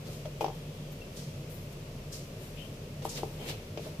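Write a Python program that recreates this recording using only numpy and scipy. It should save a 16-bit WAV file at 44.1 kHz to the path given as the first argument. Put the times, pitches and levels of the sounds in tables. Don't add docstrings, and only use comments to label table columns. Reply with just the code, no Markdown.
import sys
import numpy as np
from scipy import signal
from scipy.fft import rfft, irfft
from scipy.io import wavfile
from scipy.ndimage import uniform_filter1d

SR = 44100
rng = np.random.default_rng(int(sys.argv[2]) if len(sys.argv) > 2 else 0)


def store_wav(level_fs):
    pcm = np.round(np.clip(np.atleast_2d(level_fs), -1, 1) * 32767)
    wavfile.write(sys.argv[1], SR, pcm.T.astype(np.int16))


N = 176400
TIME = np.arange(N) / SR
FREQS = np.maximum(np.arange(N // 2 + 1) * SR / N, 1)

# (frequency [Hz], level [dB])
AIR_SPECTRUM = [(25, -15), (50, -2), (66, -2.5), (100, 5.5), (150, -9.5), (185, 0.5), (230, -0.5),
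                (300, -6.5), (420, -3), (600, -4.5), (800, -17), (1100, -16.5), (1600, -21.5),
                (2050, -19.5), (2600, -17), (3200, -19.5), (3900, -22), (5600, -22.5), (8000, -28.5),
                (9800, -30), (12500, -29.5), (15500, -35.5)]
# (frequency [Hz], left minus right [dB])
AIR_BALANCE = [(250, 1.5), (500, 1.5), (1000, 3), (2500, 0.7), (5000, 1), (8000, -4), (12000, 7)]
# (frequency [Hz], left-right correlation [0..1])
COHERENCE = [(250, 1), (500, 0.9), (1000, 0.026), (2000, 0), (14000, 0)]
# (left delay [s], right delay [s], level [dB])
REFLECTIONS = [(.0045, .0032, -26), (.0085, .0098, -20), (.018, .0167, -46)]
# (frequency [Hz], half-width [Hz], level [dB])
HUM_BANDS = [(102.7, 11.7, -54), (147, 12.1, -45.5)]
# (time [s], level [dB])
HUM_SWELLS = [(0.0, -45.5), (0.96, -45.5), (1.0, -56), (1.27, -42.5), (1.51, -47), (2.87, -49.5),
              (3.05, -41), (3.12, -54.5), (3.16, -44.5), (3.52, -47.5), (3.54, -36.5), (3.61, -59.5),
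              (3.71, -45.5), (3.93, -46.5), (3.97, -57), (4.0, -36)]
# (peak time [s], rise [s], fall [s], level [dB])
PALM_RUBS = [(0.09, 0.044, 0.022, -46.5), (3.03, 0.0067, 0.034, -46), (3.182, 0.005, 0.038, -41.5),
             (3.42, 0.027, 0.024, -44.5), (3.5, 0.067, 0.061, -43), (3.87, 0.028, 0.051, -44.5)]
# (frequency [Hz], level [dB])
RUB_SPECTRUM = [(150, -7), (400, 4.5), (700, 0), (1200, -12.5), (2500, -26.5)]
# (peak time [s], rise [s], fall [s], level [dB])
FINGER_RUSTLES = [(0.14, 0.096, 0.061, -57), (0.412, 0.0062, 0.034, -48), (0.55, 0.015, 0.051, -60),
                  (0.75, .015, 0.035, -62), (0.928, 0.015, 0.0084, -56), (1.19, 0.056, 0.039, -55.5),
                  (1.506, 0.012, 0.13, -56.5), (1.73, 0.0074, 0.0095, -53.5), (2.128, 0.015, 0.1, -53),
                  (2.44, 0.049, 0.13, -54.5), (2.64, 0.057, 0.12, -60), (3.053, 0.0076, 0.03, -44),
                  (3.17, .05, 0.085, -51.5), (3.34, 0.069, 0.13, -58), (3.497, 0.069, 0.033, -50.5),
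                  (3.84, 0.045, .08, -58)]
# (frequency [Hz], level [dB])
RUSTLE_SPECTRUM = [(3000, -1), (6000, -4.5), (8500, -1), (9800, -5.5), (11300, 0.5), (13500, -1),
                   (15500, -17)]
# (peak time [s], rise [s], fall [s], level [dB], centre [Hz], width [octaves])
FINGERTIP_BRUSHES = [(0.928, 0.012, 0.009, -56, 13100, .09), (1.505, 0.008, 0.093, -52.5, 12800, 0.31)]
KNIFE_SCRAPES = [(0.08, 0.028, .03, -53.5, 4400, 0.41), (0.135, 0.021, 0.077, -53, 4900, 0.73),
                 (0.8, 0.54, 0.38, -63, 3220, 0.086), (1.172, 0.01, 0.094, -47, 5160, 0.45),
                 (2.131, 0.009, 0.053, -41.5, 5630, 0.37), (3.025, 0.0064, 0.22, -53, 3760, 0.59),
                 (3.094, 0.0033, 0.012, -41, 6400, 0.27), (3.12, 0.021, 0.023, -46.5, 5200, 0.57),
                 (3.16, 0.019, 0.0076, -45, 5600, 0.18), (3.178, 0.013, 0.021, -40, 3250, 0.61),
                 (3.47, 0.081, 0.1, -50, 2660, 0.31), (3.502, 0.025, 0.018, -38.5, 3300, 0.63),
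                 (3.85, 0.055, 0.075, -52, 3750, 0.62)]
KNIFE_SQUEAKS = [(0.412, 0.0032, 0.013, -45.5, 2460, 0.036), (1.022, 0.008, 0.023, -47.5, 2713, 0.0084),
                 (2.587, 0.018, 0.043, -50, 2860, 0.14), (2.65, .04, .04, -59.5, 3120, .025),
                 (3.43, 0.03, .04, -53, 3120, 0.036), (3.776, 0.0043, 0.024, -49, 2540, .09)]
# (time [s], level [dB], pitch [Hz], t60 [s], thud re knock [dB], tick re knock [dB])
TUB_KNOCKS = [(0.2552, -32.5, 615, 0.065, -10, -11), (0.4079, -20, 520, 0.01, -19, -18),
              (0.4095, -20.5, 857, 0.027, -8, -29), (0.4160, -24.5, 550, 0.012, -5, -24),
              (0.4225, -29, 800, 0.019, -4, -34), (0.4282, -23, 477, 0.018, -10, -27),
              (0.4436, -14, 790, 0.015, -14, -23.5), (0.4625, -21.5, 754, 0.0091, -8, -21.5),
              (0.4818, -19.5, 810, 0.0051, -20, -27), (0.501, -26, 764, 0.0045, -6, -34),
              (0.888, -37.5, 560, 0.0063, -11, -20), (3.021, -33.5, 613, 0.0051, -18, -13),
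              (3.0523, -16, 855, 0.010, -15, -26.5), (3.0697, -35, 794, 0.005, -11, -26),
              (3.2325, -18.5, 760, 0.01, -2.5, -25), (3.7740, -30.5, 567, 0.031, 4.5, -10),
              (3.794, -37, 552, .04, 6, -26), (3.866, -39.5, 628, 0.092, -12, -20)]
# (frequency [Hz], level [dB], t60 [s])
TUB_MODES = [(447, -25.5, 0.12), (617, -19.5, 0.045), (771, -28, 0.13), (933, -39, 0.051),
             (1200, -27, 0.069)]
# (frequency [Hz], level [dB])
TICK_SPECTRUM = [(1200, 7), (1800, 2.5), (2550, 6.5), (3200, 8), (3900, 1), (5800, 4), (9000, -26),
                 (14000, -13)]

MONO_BELOW_HZ = 150
EARLY_T60_S, LATE_T60_S, LATE_DB = 0.061, 0.46, -14
THUD_HZ, THUD_T60_S, TICK_T60_S = 412, 0.022, 0.051
BUILD_S, BODY_LOW_HZ = 0.00023, 328
CONTACT_HZ = 1103


def from_db(db):
    return 10 ** (np.asarray(db) / 20)


def rms_one(x):
    return x / np.sqrt(np.mean(x ** 2) + 1e-20)


def curve(points):
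    hz, value = np.transpose(points)
    return np.interp(np.log(FREQS), np.log(hz), value)


def colour(x, db):
    return rms_one(irfft(rfft(x) * from_db(db), N))


def pan(db):
    return from_db(np.array([[1], [-1]]) * db)


def swell(peak_s, rise, fall):
    return np.exp(-(np.minimum(TIME - peak_s, 0) / rise) ** 2 - np.maximum(TIME - peak_s, 0) / fall)


def diffuse():
    mid, side = rfft(rng.standard_normal((2, N)))
    alike = curve([(MONO_BELOW_HZ, 1)] + COHERENCE)
    return irfft(np.sqrt(1 + alike) * mid + np.sqrt(1 - alike) * side * [[1], [-1]], N) / np.sqrt(2)


def room_hiss(level_db=-45.5):
    lean_db = curve([(MONO_BELOW_HZ, 0)] + AIR_BALANCE) * [[.5], [-.5]]
    return from_db(level_db) * colour(diffuse(), curve(AIR_SPECTRUM) + lean_db)


def narrow_band(hz, half_width):
    return colour(rng.standard_normal(N), -20 * np.log10(1 + ((FREQS - hz) / half_width) ** 2))


def appliance(drone_hz=34.55, drone_db=-53):
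    hum = sum(from_db(db) * narrow_band(hz, half_width) for hz, half_width, db in HUM_BANDS)
    hum = hum / np.sqrt(uniform_filter1d(rms_one(hum) ** 2, size=6000))
    times, level_db = np.transpose(HUM_SWELLS)
    swells = from_db(np.interp(TIME, times, level_db - level_db.mean()))
    drone = np.sin(2 * np.pi * drone_hz * TIME) + .35 * narrow_band(drone_hz, 5.5)
    return swells * hum + from_db(drone_db) * rms_one(drone)


def kitchen(x, wet_db, onset_s=0.0057):
    decay = from_db(-60 * TIME / EARLY_T60_S) + from_db(LATE_DB - 60 * TIME / LATE_T60_S)
    tail = diffuse() * decay * (1 - np.exp(-TIME / onset_s))
    response = rms_one(tail[:, :SR]) / np.sqrt(SR)
    return x + from_db(wet_db) * signal.fftconvolve(x, response, axes=1)[:, :N]


def palm_rubs():
    envelope = sum(from_db(db) * swell(peak_s, rise, fall) for peak_s, rise, fall, db in PALM_RUBS)
    return envelope * colour(diffuse(), curve(RUB_SPECTRUM)) * pan(0.5)


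def friction(slips_per_s=2500, spread_db=4, slip_share=0.19):
    sizes = from_db(spread_db * np.minimum(rng.exponential(1, N), 4))
    slips = (rng.random(N) < slips_per_s / SR) * sizes * rng.standard_normal((2, N))
    return np.sqrt(slip_share) * rms_one(slips) + np.sqrt(1 - slip_share) * rng.standard_normal((2, N))


def strokes(rows):
    sound, grit = 0, friction()
    for peak_s, rise, fall, db, hz, octaves in rows:
        resonance_db = -20 * np.log10(1 + (np.log2(FREQS / hz) / octaves) ** 2 / 2)
        sound = sound + from_db(db) * swell(peak_s, rise, fall) * colour(grit, resonance_db)
    return sound


def fingers():
    power = sum((from_db(db) * swell(peak_s, rise, fall)) ** 2
                for peak_s, rise, fall, db in FINGER_RUSTLES)
    rustle = np.sqrt(power) * colour(friction(), curve(RUSTLE_SPECTRUM))
    return pan(3) * (rustle + strokes(FINGERTIP_BRUSHES))


def knife_strokes():
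    return strokes(KNIFE_SCRAPES) + pan(5.5) * strokes(KNIFE_SQUEAKS)


def ring(age, hz, t60):
    return np.sin(2 * np.pi * hz * age) * from_db(-60 * age / t60)


def knife_knocks():
    thocks, tick_envelope = np.zeros(N), np.zeros(N)
    for time_s, db, hz, wall_t60, thud_db, tick_db in TUB_KNOCKS:
        start = int(time_s * SR)
        age = TIME[:min(SR // 2, N - start)]
        span = slice(start, start + len(age))
        wall = ring(age, hz, wall_t60) * (1 - np.exp(-age / BUILD_S))
        thud = from_db(thud_db) * ring(age, THUD_HZ, THUD_T60_S)
        modes = sum(from_db(mode_db) * ring(age, mode_hz, t60) for mode_hz, mode_db, t60 in TUB_MODES)
        thocks[span] += from_db(db) * (wall + thud + modes)
        tick_envelope[span] += from_db(db + tick_db - 60 * age / TICK_T60_S)
    radiated_band = signal.butter(3, [BODY_LOW_HZ, CONTACT_HZ], "band", fs=SR, output="sos")
    thocks = signal.sosfilt(radiated_band, thocks)
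    echoes = sum(from_db(db) * np.interp(TIME - np.array([[left], [right]]), TIME, thocks)
                 for left, right, db in REFLECTIONS)
    ticks = tick_envelope * colour(friction(), curve(TICK_SPECTRUM))
    return pan(1.7) * (thocks + echoes) + ticks


def scene():
    knocks = kitchen(knife_knocks(), wet_db=-6.5)
    handling = from_db(-1) * kitchen(fingers() + knife_strokes(), wet_db=-8.5)
    return knocks + handling + palm_rubs() + room_hiss() + appliance()


def record(dry, cutoff_hz=15250):
    return signal.sosfilt(signal.ellip(10, .2, 80, cutoff_hz, fs=SR, output="sos"), dry)


dry = scene()
out = record(dry)
store_wav(out)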